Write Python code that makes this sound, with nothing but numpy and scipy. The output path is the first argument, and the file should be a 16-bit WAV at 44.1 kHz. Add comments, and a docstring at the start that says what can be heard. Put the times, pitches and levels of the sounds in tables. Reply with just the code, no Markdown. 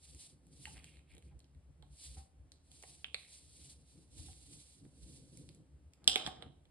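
"""Close to a hand-held microphone in a small tiled room, a foil sachet is squeezed over a plastic bottle.
From the start a noise floor lies under a sleeve's hiss and the soft rumble of the hand on the housing.
Foil creases soon tick as swinging modes, then drops ring the bottle's air, the slack walls patter and the
foil crinkles as showers of tiny rings; dull thumps follow. Sharp snaps come at 3 s, the loudest just after
6 s amid hard squeezes. Scattered echoes, a decaying tail and narrow resonances place it in the room."""
import sys
import numpy as np
from scipy import signal
from scipy.fft import rfft, irfft
from scipy.io import wavfile
from scipy.ndimage import uniform_filter1d, map_coordinates

SR = 44100
rng = np.random.default_rng(int(sys.argv[2]) if len(sys.argv) > 2 else 0)


def file_out(sig):
    """Save sig as 16-bit WAV at sys.argv[1]."""
    # one column per channel
    cols = np.atleast_2d(sig).T
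    # limit, then scale
    lim = np.clip(cols, -1, 1)
    pcm = np.round(lim * 32767).astype(np.int16)
    wavfile.write(sys.argv[1], SR, pcm)


N = 295536
TIME = np.arange(N) / SR

# Strokes of the sleeve. Each row: peak in seconds, rise in s, fall in s, swish level in dB.
ARM_STROKES = [(.06, 0.093, 0.27, -62), (.22, .1, .13, -58), (.68, 0.19, 0.13, -58),
               (.85, 0.071, 0.18, -70.5), (1.26, 0.047, 0.05, -76), (2.06, 0.14, .1, -55),
               (2.15, 0.1, .14, -61.5), (2.75, 0.1, .2, -65), (2.87, 0.11, 0.23, -59.5),
               (3.19, 0.07, 0.39, -65.5), (3.34, 0.08, 0.19, -59), (3.57, 0.12, 0.066, -61.5),
               (3.66, 0.15, 0.17, -59.5), (3.92, 0.1, 0.22, -68.5), (4.2, .105, 0.37, -58.5),
               (4.55, 0.19, 0.15, -61.5), (4.7, 0.35, 0.23, -65.5), (5.16, 0.29, .14, -63),
               (5.36, 0.24, 0.27, -67)]
# The arm swings to the right. Each row: time in seconds, dB taken from left and given to right, left lag in ms.
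ARM_SIDE = [(0, 1.5, -.01), (3.7, 1, 0.013), (4.15, 3.5, 0.11), (5.4, 3, 0.16)]
# Colour of the cloth's hiss. Each row: frequency in Hz, relative density in dB per Hz.
CLOTH_COLOUR = [(700, -3.5), (1400, -19.5), (2300, -5), (3200, -1), (4200, 4), (6000, -0.5), (8000, 2.5),
                (9800, 7), (11000, 0.5), (11800, -13), (14000, -10)]
# Left-right likeness of the hiss. Each row: frequency in Hz, likeness from 0 to 1.
CLOTH_LIKENESS = [(1000, 0.43), (2500, 0.39), (4300, 0.18), (6000, 0.088)]
# The grip shifts and nudges the housing. Each row: peak in seconds, rumble level in dB.
GRIP_NUDGES = [(.14, -53.5), (.57, -60.5), (.69, -55), (.78, -55), (.99, -59.5), (1.15, -58.5), (1.27, -55),
               (1.347, -51), (1.57, -56), (1.689, -56.5), (1.831, -56), (1.92, -54.5), (2.11, -49.5),
               (2.189, -49), (2.41, -54), (3.648, -59), (3.77, -60.5), (4.21, -49.5), (4.3, -53),
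               (4.46, -63), (5.04, -51.5), (5.49, -60), (5.76, -55), (5.869, -57), (6.1, -53),
               (6.29, -58.5), (6.471, -62.5)]
# Fingers slide on the housing. Each row: peak in seconds, half length in s, rubbing level in dB before the lift.
FINGER_SLIDES = [(0.161, 0.068, -65), (0.69, 0.64, -66.5), (1.313, 0.089, -67.5), (3.666, 0.22, -68.5),
                 (3.984, 0.077, -62), (4.247, 0.18, -62), (4.534, 0.15, -63), (4.857, 0.095, -60.5),
                 (5.137, 0.24, -58.5), (5.435, 0.32, -59), (6.103, 0.13, -59.5), (6.272, 0.027, -51),
                 (6.457, 0.14, -61.5)]
# Low modes of the held housing. Each row: frequency in Hz, width in Hz, relative level in dB.
HOUSING_MODES = [(69, 16, 3.5), (144.1, 17, -9.5)]
# Colour of skin on the housing. Each row: frequency in Hz, relative density in dB per Hz.
SKIN_COLOUR = [(90, 6), (145, 11), (215, -4), (280, 3), (400, -10), (520, -10.5), (680, -30), (1000, -34.5),
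               (1600, -56)]
# Foil creases that buckle. Each row: start in seconds, flip length in ms, low mode in Hz, its level in dB,
# middle mode in Hz, its dB, high mode in Hz, its dB, treble crack in dB, knock of the body in dB.
CREASE_SNAPS = [(.148, 1.2, 1490, -87, 2420, -76, 3600, -81, -61, -83),
                (0.4683, 0.89, 2580, -85, 3600, -96, 4730, -90, -71, -85),
                (0.6548, 1.9, 1960, -50, 2770, -47.5, 4340, -55.5, -58, -75),
                (0.7627, 1.3, 1900, -71, 2480, -72, 3680, -77, -74, -76),
                (0.7693, 1.1, 1750, -69, 2360, -65, 3850, -73, -73, -71),
                (0.8433, 0.74, 2300, -61.5, 3050, -65, 4350, -63, -59.5, -76),
                (0.97, 1.4, 1990, -74, 2560, -74, 4100, -70, -83, -80),
                (0.9924, 1.8, 2200, -72, 2630, -75, 3740, -74, -78, -84),
                (1.1378, 1.4, 2300, -82, 3200, -78, 4000, -77, -76, -78),
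                (1.1507, 0.89, 2190, -78, 3120, -78, 3880, -77, -69, -85),
                (1.1671, 1.7, 2190, -74, 2900, -76, 3750, -68, -75, -76),
                (1.181, 1.5, 2100, -74, 2880, -78, 3730, -69, -66.5, -81),
                (1.2246, 0.86, 2160, -75, 2620, -73, 4020, -79, -75, -90),
                (1.3926, 0.69, 2950, -82, 3850, -84, 4750, -87, -69, -86),
                (1.403, 1, 2500, -78, 3300, -90, 4300, -68.5, -77, -94),
                (1.4436, 0.82, 2830, -78, 4100, -80, 5170, -73, -83, -91),
                (1.5484, 1.5, 1940, -81, 2690, -89, 3860, -82, -86, -99),
                (1.8249, 1.3, 1560, -82, 3260, -69, 4030, -67, -74, -65.5),
                (2.5192, 0.67, 1900, -76, 4200, -60, 5440, -64, -64, -80),
                (2.7164, 0.99, 2340, -82, 3500, -67, 4600, -70, -64.5, -77),
                (2.826, 1.6, 2430, -69, 3220, -75, 4370, -67, -57.5, -66),
                (2.8361, 2, 880, -72, 2060, -58.5, 2920, -62, -73, -56.5),
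                (3.0441, 1.13, 1910, -49.5, 2600, -48.5, 3180, -40, -70, -74),
                (3.1447, 1.44, 2390, -38.5, 3700, -40, 4350, -41, -53, -58.5),
                (4.331, 0.74, 2100, -75, 2970, -76, 4100, -71, -76, -84),
                (4.852, 1.4, 1500, -77, 2260, -83, 3760, -79, -78, -75),
                (5.548, .8, 2600, -82, 4000, -85, 5200, -82, -67, -90),
                (5.3734, 2.1, 2310, -71.5, 3710, -83, 5160, -86, -58, -94),
                (5.4903, 0.88, 2425, -67.5, 3830, -64, 4870, -63, -65, -85),
                (5.9354, 1.3, 2400, -73, 3490, -78, 4940, -68.5, -67.5, -85),
                (6.043, 0.68, 2030, -81, 3405, -67, 4780, -61, -65, -71),
                (6.0772, 1.13, 3247, -19, 3730, -26.5, 5090, -22.5, -29, -42),
                (6.0835, 0.86, 1556, -61, 2416, -48, 3940, -40, -54, -52),
                (6.1581, 1.9, 2370, -33.5, 3170, -30.5, 3760, -30, -40.5, -39.5),
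                (6.1631, 1.6, 1524, -62, 2370, -52, 3120, -58, -64, -56),
                (6.2637, 1.5, 1720, -53, 3510, -37, 5070, -44, -56, -48.5),
                (6.2739, 1.3, 1420, -56, 2200, -50, 3680, -50, -53.5, -43),
                (6.4238, 1.86, 2018, -59, 3150, -51.5, 3920, -53, -73, -53),
                (6.654, 1.9, 2225, -82, 3300, -74.5, 4020, -79, -85, -83)]
# The sachet moves across in front of the microphone. Each row: time in seconds, left lag in ms.
SACHET_PLACE = [(0, -0.058), (3.5, -0.14), (4.2, 0.0028), (6.7, 0.15)]
# Hollow body of sachet and bottle. Each row: frequency in Hz, width in Hz, relative level in dB.
HOLLOW_MODES = [(182.3, 90, -4), (380, 150, 4), (559.4, 120, 3.5), (713, 75, 11), (837, 130, 6.5),
                (1060, 170, 2.5), (1640, 180, -2)]
# Drops and light touches on the bottle. Each row: start in seconds, ring level in dB before the lift,
# pitch in Hz, rise in s, 60 dB decay in s, scrape in dB relative to the ring.
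BOTTLE_DROPS = [(0.671, -52, 806, 0.0027, 0.054, -24), (0.76, -75, 870, .004, 0.071, -11),
                (1.31, -68.5, 825, 0.0069, 0.067, -12), (1.825, -63.5, 840, 0.0022, 0.051, -20),
                (2.168, -55, 800, 0.0066, 0.073, -35), (4.188, -67.5, 800, 0.0021, 0.043, -27),
                (4.283, -58, 790, 0.0023, 0.035, -29), (6.275, -42.5, 820, 0.0006, 0.033, -23)]
# The slack walls crumple. Each row: peak in seconds, rise in s, fall in s, level in dB.
WALL_CRUMPLES = [(.77, 0.069, 0.089, -70.5), (2.19, 0.053, 0.046, -75.5), (6.17, 0.13, 0.27, -55),
                 (6.428, 0.029, 0.061, -60)]
# Fingers squeeze the foil. Each row: peak in seconds, rise in s, fall in s, level in dB before the trim,
# resonance of the sheet in Hz.
FOIL_SQUEEZES = [(0.779, 0.032, .03, -52, 2150), (0.874, 0.11, .07, -58, 2600),
                 (.96, 0.072, .07, -63.5, 2530), (1.111, 0.038, .07, -60, 2340),
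                 (1.302, 0.11, .04, -72.5, 2280), (3.2, .03, 0.17, -58, 2200),
                 (6.097, 0.013, .04, -41.5, 3550), (6.271, 0.026, .025, -42.5, 3400),
                 (6.426, 0.012, .014, -53.5, 3250)]
# Treble band of the crinkling foil: lower and upper edge in Hz.
FOIL_TREBLE_HZ = (6500, 10500)
# The sachet's wall gives way. Each row: start in seconds, pitch in Hz, level in dB.
WALL_THUMPS = [(1.176, 380, -63), (3.145, 503, -55), (6.078, 220, -47.5), (6.159, 375, -40),
               (6.273, 183, -44)]
# Sachet sound sent into the room as it is moved and turned. Each row: time in seconds, gain in dB.
ROOM_SHARE = [(.7, 0), (2.5, 1.5), (3.1, -1.5), (6.07, 1), (6.45, -2)]
# Decay of the tiled room. Each row: frequency in Hz, 60 dB decay in seconds.
ROOM_DECAY = [(150, 0.94), (700, 0.62), (1500, 0.07), (3500, 0.43), (8000, 0.4), (11000, 0.15)]
# Strength of the room's tail. 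Each row: frequency in Hz, gain in dB.
ROOM_GAIN = [(150, -10), (700, -2), (1500, -4.5), (2400, -7.5), (3400, -7), (5000, -12), (9000, -3.5)]
# Resonances that linger between the tiles. Each row: frequency in Hz, width in Hz, gain in dB.
TILE_MODES = [(747, 8.6, 0.5), (787, 16, 7), (2560, 5, 3), (2853, 5, -1), (2920, 4, 2), (3060, 4.4, 5.5),
              (3174, 5.2, 9), (3350, 4.3, 5.5), (3640, 5, 2.5), (4030, 5.1, 14), (4450, 4.4, 2),
              (4740, 5.3, 1)]
# Colour of the steady noise floor. Each row: frequency in Hz, relative density in dB per Hz.
FLOOR_COLOUR = [(30, 5), (70, 8), (150, 2.5), (300, -5), (600, -5.5), (1200, -14.5), (2500, -18.5),
                (4500, -22.5), (8500, -24), (10300, -19.5), (11500, -27.5), (14000, -30.5)]
# Left-right likeness of floor and rubbing. Each row: frequency in Hz, likeness from 0 to 1.
NOISE_LIKENESS = [(60, 1), (150, 0.78), (400, 0.77), (1000, 0.049), (3000, 0.15), (9000, 0.083)]
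# Stereo width of the recorder. Each row: frequency in Hz, width from 0 (one shared signal) to 1 (full).
STEREO_WIDTH = [(4000, 0.94), (4900, 0.39), (6000, .3), (7400, .5), (8300, .03), (9400, .03),
                (10200, 0.436), (10900, 0.011)]
# Treble phase between the channels. Each row: frequency in Hz, radians by which the left leads.
TREBLE_PHASE = [(4300, 0), (4700, .9), (5400, 2.55), (6100, 2.8), (6400, 3.55), (7100, 3.9), (7900, 6.1),
                (9300, 6.3), (10000, 7.7), (10700, 9.1), (12300, 9.2)]

FLOOR_DB = -74.5
CUTOFF_HZ = 12150
SWELL_DB = 20  # drop from a gesture's peak over its rise time or fall time


def from_db(db):
    """Decibels to gain."""
    return 10 ** (np.asarray(db) / 20)


def rms_one(x):
    """Scale to rms 1."""
    return x / np.sqrt(np.mean(x ** 2) + 1e-20)


def in_time(rows):
    """Interpolate the columns of a time curve at every sample."""
    s, *columns = np.transpose(rows)
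    return [np.interp(TIME, s, column) for column in columns]


def at_hz(points, hz):
    """Read a spectrum on a log-frequency axis."""
    table_hz, values = np.transpose(points)
    return np.interp(np.log(hz), np.log(table_hz), values)


def drift(rate):
    """Random curve through knots of spread 1, `rate` of them per second."""
    knots = rng.standard_normal(int(rate * N / SR) + 2)
    return np.interp(TIME * rate, np.arange(len(knots)), knots)


def band(x, low_hz, high_hz):
    """Butterworth band-pass."""
    edges = [low_hz, min(high_hz, SR / 2 - 1)]
    return signal.sosfilt(signal.butter(2, edges, "band", fs=SR, output="sos"), x)


def resonate(x, hz, width):
    """A two-pole resonance, its width in Hz, with a gain near 1 at its peak."""
    r = np.exp(-np.pi * width / SR)
    zeros = np.array([1, 0, -1]) * (1 - r * r) / 2
    poles = [1, -2 * r * np.cos(2 * np.pi * hz / SR), r * r]
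    return signal.lfilter(zeros, poles, x + 1e-18)


def coloured(spectrum, likeness=NOISE_LIKENESS):
    """Stereo noise of a given colour, more alike in both ears where the likeness is high; rms 1."""
    hz = np.fft.rfftfreq(N, 1 / SR) + 1
    mid, side = rfft(rng.standard_normal((2, N)))
    alike = np.clip(at_hz(likeness, hz), 0, 1)
    both = np.sqrt(1 + alike) * mid + np.sqrt(1 - alike) * side * [[1], [-1]]
    # roll off beyond the first and last frequency of the table
    ends = (1 + (spectrum[0][0] / hz) ** 2) * (1 + (hz / spectrum[-1][0]) ** 8)
    return rms_one(irfft(both * from_db(at_hz(spectrum, hz)) / ends, N))


def pan(x, db):
    """Take dB from the left and give it to the right."""
    return x * from_db([[-db], [db]])


def add(out, s, sound):
    """Mix a short sound in at time s."""
    at = max(int(s * SR), 0)
    out[:, at:at + sound.shape[-1]] += sound[..., :N - at]


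def burst_level(x, db):
    """Scale a short sound so that its energy, spread over 5 ms, has this level."""
    return x * from_db(db) * np.sqrt(.005 * SR / np.sum(x ** 2))


def swell(peak_s, rise_s, fall_s, db, curve):
    """Power of one gesture that gathers speed, peaks and slows down."""
    away = np.maximum((peak_s - TIME) / rise_s, (TIME - peak_s) / fall_s)
    near, power = away < 3, np.zeros(N)
    power[near] = from_db(db - SWELL_DB * away[near] ** curve) ** 2
    return power


def gestures(rows, rest_db=-200, curve=1.44):
    """Gain of overlapping gestures over a resting level; curve 1 gives pointed tops, 2 round ones."""
    return np.sqrt(from_db(rest_db) ** 2 + sum(swell(*row, curve) for row in rows))


def flip(hz, length_s, rise_s):
    """A patch of foil swings for a few cycles and stops as it locks into its new shape."""
    t = TIME[:SR // 10]
    return np.sin(2 * np.pi * hz * t) * (1 - np.exp(-(t / rise_s) ** 2)) * np.exp(-(t / length_s) ** 3)


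def random_clicks(per_s, spread_db):
    """Places of clicks scattered at random in time, and a random size for every sample."""
    sizes = from_db(spread_db * np.minimum(rng.exponential(1, N), 3))
    return (rng.random(N) < per_s / SR) * sizes


def sleeve(grain_db=0.25, flutter_db=2.0, ticks_per_s=45, ticks_db=-18.0):
    """Cloth slides with a fine-grained hiss that flutters as the folds catch; single threads snag with ticks."""
    side_db, lag_ms = in_time(ARM_SIDE)
    catch_db = grain_db * drift(600) + flutter_db * drift(60)
    snags = (rng.random(N) < ticks_per_s / SR) * rng.uniform(-1.2, 1, N)
    ticks = from_db(ticks_db) * rms_one(band(snags + 1e-18, 2400, 14000))
    cloth = coloured(CLOTH_COLOUR, CLOTH_LIKENESS) + ticks
    left, right = cloth * gestures(ARM_STROKES, curve=1.6)
    left = map_coordinates(left, [(TIME - lag_ms / 1000) * SR], order=3)
    return np.stack([left, right]) * from_db(catch_db + side_db * [[-1], [1]])


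def hand(tremor_db=-68, swing_db=4, swings_per_s=7, rub_rest_db=-76.5, rub_follows=0.38,
         rub_lift_db=2.0, rough_db=3.0):
    """The grip shakes the housing's low modes and rubs on its shell, more so with every nudge and slide."""
    # the holding hand is never quite still
    rest_db = tremor_db + swing_db * drift(swings_per_s)
    nudges = [(s, 0.07, 0.068, db) for s, db in GRIP_NUDGES]  # rise and fall in s
    shake = gestures(nudges, rest_db, 1.3)
    # the rubbing follows a share of the rumble's swing in dB
    skin_db = rub_rest_db + rub_follows * (20 * np.log10(shake) - tremor_db)
    skin = gestures([(s, half_s, half_s, db) for s, half_s, db in FINGER_SLIDES], skin_db)
    tremor = rng.standard_normal(N) + 0.31 * rng.standard_normal((2, N))
    rumble = sum(from_db(db) * resonate(resonate(tremor, hz, width), hz, width)
                 for hz, width, db in HOUSING_MODES)
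    # even out the level, so that the shake alone sets it
    rumble /= np.sqrt(uniform_filter1d(np.mean(rumble ** 2, axis=0), size=SR // 12) + 1e-12)
    rubbing = coloured(SKIN_COLOUR) * skin * from_db(rub_lift_db + rough_db * drift(30))
    return rumble * shake + rubbing


def snaps(rise_share=0.18, slip_s=0.00076, slip_share=0.067, crack_slip_share=0.16, pan_db=2.5):
    """A crease flips with a jolt and a scatter of slips; three foil modes swing and the hollow body rings."""
    out, t = np.zeros((2, N)), TIME[:SR // 10]
    for s, flip_ms, low_hz, low_db, mid_hz, mid_db, high_hz, high_db, crack_db, knock_db in CREASE_SNAPS:
        slips = rng.standard_normal(len(t)) * np.exp(-t / slip_s)
        jolt = (t == 0) + slip_share * slips
        flip_s = flip_ms / 1000
        sound = np.zeros(len(t))
        # neighbouring modes swing in opposite directions
        for sign, hz, db in [(1, low_hz, low_db), (-1, mid_hz, mid_db), (1, high_hz, high_db)]:
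            swing = signal.fftconvolve(jolt, flip(hz, flip_s, rise_share * flip_s))[:len(t)]
            sound += sign * burst_level(swing, db)
        knock = sum((-1) ** k * from_db(db) * resonate(jolt, hz, width)
                    for k, (hz, width, db) in enumerate(HOLLOW_MODES))
        sound += burst_level(knock, knock_db)
        crack = burst_level(band((t == 0) + crack_slip_share * slips, 5900, 11500), crack_db)
        lag_s = np.interp(s, *np.transpose(SACHET_PLACE)) / 1000
        ears = np.stack([np.interp(t - lag_s, t, sound, left=0), sound])
        add(out, s, pan(ears, pan_db) + crack)
    return out


def drops(lift_db=5.0, waver=0.063, waver_per_s=180, splash=0.37, scrape_s=0.03):
    """Each drop or touch rings the bottle's air at an unsteady pitch, with a soft splash and a trailing scrape."""
    out, t = np.zeros((2, N)), TIME[:SR // 3]
    for s, db, hz, rise_s, t60, scrape_db in BOTTLE_DROPS:
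        unsteady_hz = hz * (1 + waver * drift(waver_per_s)[:len(t)])
        phase = 2 * np.pi * np.cumsum(unsteady_hz) / SR
        tone = np.sin(phase + rng.uniform(0, 1, (2, 1)))
        wet = splash * rms_one(band(rng.standard_normal((2, len(t))), 550, 2250))
        scrape = rms_one(resonate(band(rng.standard_normal((2, len(t))), 550, 2000), hz, 110))
        ring = (tone + wet) * from_db(-60 * t / t60)
        trail = scrape * from_db(scrape_db - 20 * (t / scrape_s) ** 2)
        add(out, s, from_db(db + lift_db) * (1 - np.exp(-t / rise_s)) * (ring + trail))
    return out


def walls(per_s=900, spread_db=3.0, tilt_hz=900, pan_db=0.5):
    """The slack walls of the wet sachet crumple with a dull, dense patter."""
    strengths = rng.normal(rng.choice([-1, 1], N), 0.56, (2, N))
    clicks = random_clicks(per_s, spread_db) * strengths
    dull = signal.butter(1, tilt_hz, fs=SR, output="sos")
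    patter = signal.sosfilt(dull, band(clicks + 1e-18, 310, 2300))
    return pan(rms_one(patter) * gestures(WALL_CRUMPLES), pan_db)


def crinkles(trim_db=-9, per_s=850, spread_db=2.0, width_hz=520, sheet_width_hz=600, sheet_db=1.5,
             treble_db=-9, pan_db=2.2):
    """Tiny creases give way at random under the fingers, each ringing at one of twelve pitches."""
    clicks = random_clicks(per_s, spread_db) * rng.choice([-1, 1], N)
    pitches = np.geomspace(1900, 4700, 12)
    dealt = rng.integers(0, len(pitches), N)
    rings = 0
    for k, hz in enumerate(pitches):
        ear_gains = rng.normal(1, 0.12, (2, 1))
        rings = rings + resonate(clicks * (dealt == k) * ear_gains, hz, width_hz)
    rings = rms_one(rings)
    treble = from_db(treble_db) * rms_one(band(clicks, *FOIL_TREBLE_HZ))
    out = 0
    for *gesture, sheet_hz in FOIL_SQUEEZES:
        # the whole sheet favours one broad resonance, which shifts with the grip
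        favoured = rms_one(resonate(rings, sheet_hz, sheet_width_hz))
        sheet = rms_one(rings + from_db(sheet_db) * favoured)
        out = out + (sheet + treble) * gestures([gesture])
    return pan(out * from_db(trim_db), pan_db)


def thumps(cycles=1.7, rise_s=0.0016, pan_db=3.0):
    """The sachet's whole wall gives way with a dull thump, a low swing of a cycle or two."""
    out = np.zeros((2, N))
    for s, hz, db in WALL_THUMPS:
        add(out, s, burst_level(flip(hz, cycles / hz, rise_s), db))
    return pan(out, pan_db)


def near_echoes(x, level_db=-10, decay_s=0.005, first_s=0.00072, slap_s=0.0037, slap_db=-17):
    """Hand, bottle and chest scatter sound back within milliseconds; the nearest wall adds one distinct echo."""
    t = TIME[:SR // 25]
    scatter = rng.standard_normal((2, len(t))) * np.exp(-t / decay_s) * (t > first_s)
    scatter /= np.linalg.norm(scatter, axis=1, keepdims=True)
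    slap = np.sinc((t - slap_s) * SR)
    echoes = from_db(level_db) * scatter + from_db(slap_db) * slap
    return signal.fftconvolve(x, echoes, axes=1)[:, :N]


def room(x, first_s=0.0023, build_s=0.0016, echoes_per_s=2200, thicken_s=.06):
    """Tiled walls answer with echoes that crowd together with time and die at a rate set band by band."""
    t, edges, tail = TIME[:SR], np.geomspace(100, 12800, 15), 0
    chance = np.clip(echoes_per_s * (1 + (t / thicken_s) ** 2) / SR, 0, 1)
    # two independent stereo sets, used in turn by neighbouring bands
    present = rng.random((2, len(t))) < chance
    echoes = rng.standard_normal((2, 2, len(t))) * present / np.sqrt(chance)
    for k, (low, high) in enumerate(zip(edges, edges[1:])):
        hz = np.sqrt(low * high)
        build = 1 - np.exp(-np.maximum(t - first_s, 0) / build_s)
        decay = from_db(-60 * t / at_hz(ROOM_DECAY, hz)) * build
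        decay = decay / np.linalg.norm(decay)
        tail = tail + band(echoes[k % 2], low, high) * decay * from_db(at_hz(ROOM_GAIN, hz))
    return signal.fftconvolve(x, tail, axes=1)[:, :N]


def room_ring(x):
    """A few narrow resonances of the tiled room stand out; each reaches the two ears with its own delay."""
    mono, out = x.mean(axis=0), np.zeros((2, N))
    for hz, width_hz, db in TILE_MODES:
        ring = from_db(db) * resonate(mono, hz, width_hz)
        lags = rng.integers(SR // 500, SR // 100, 2)  # 2 to 10 ms
        out += np.stack([np.pad(ring, (lag, 0))[:N] for lag in lags])
    return out


def room_tone():
    """A steady coloured noise floor."""
    return from_db(FLOOR_DB) * coloured(FLOOR_COLOUR)


def scene():
    """Sachet and bottle in the room, over sleeve, hand and room tone."""
    sachet = snaps() + drops() + walls() + crinkles() + thumps()
    room_db, = in_time(ROOM_SHARE)
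    radiated = sachet * from_db(room_db)
    echoes = near_echoes(sachet) + room(radiated) + room_ring(radiated)
    return sachet + echoes + sleeve() + hand() + room_tone()


def record(dry):
    """The stereo image narrows in the treble, where the channels also part in phase; the top is cut steeply."""
    hz = np.fft.rfftfreq(N, 1 / SR) + 1
    left, right = rfft(dry)
    width, sign = np.clip(at_hz(STEREO_WIDTH, hz), 0, 1), np.array([[1], [-1]])
    narrowed = (left + right + sign * width * (left - right)) / np.sqrt(2 + 2 * width ** 2)
    # each channel turns by half the phase, in opposite directions
    both = irfft(narrowed * np.exp(.5j * sign * at_hz(TREBLE_PHASE, hz)), N)
    return signal.sosfilt(signal.ellip(10, .3, 80, CUTOFF_HZ, fs=SR, output="sos"), both)


dry = scene()
out = record(dry)
file_out(out)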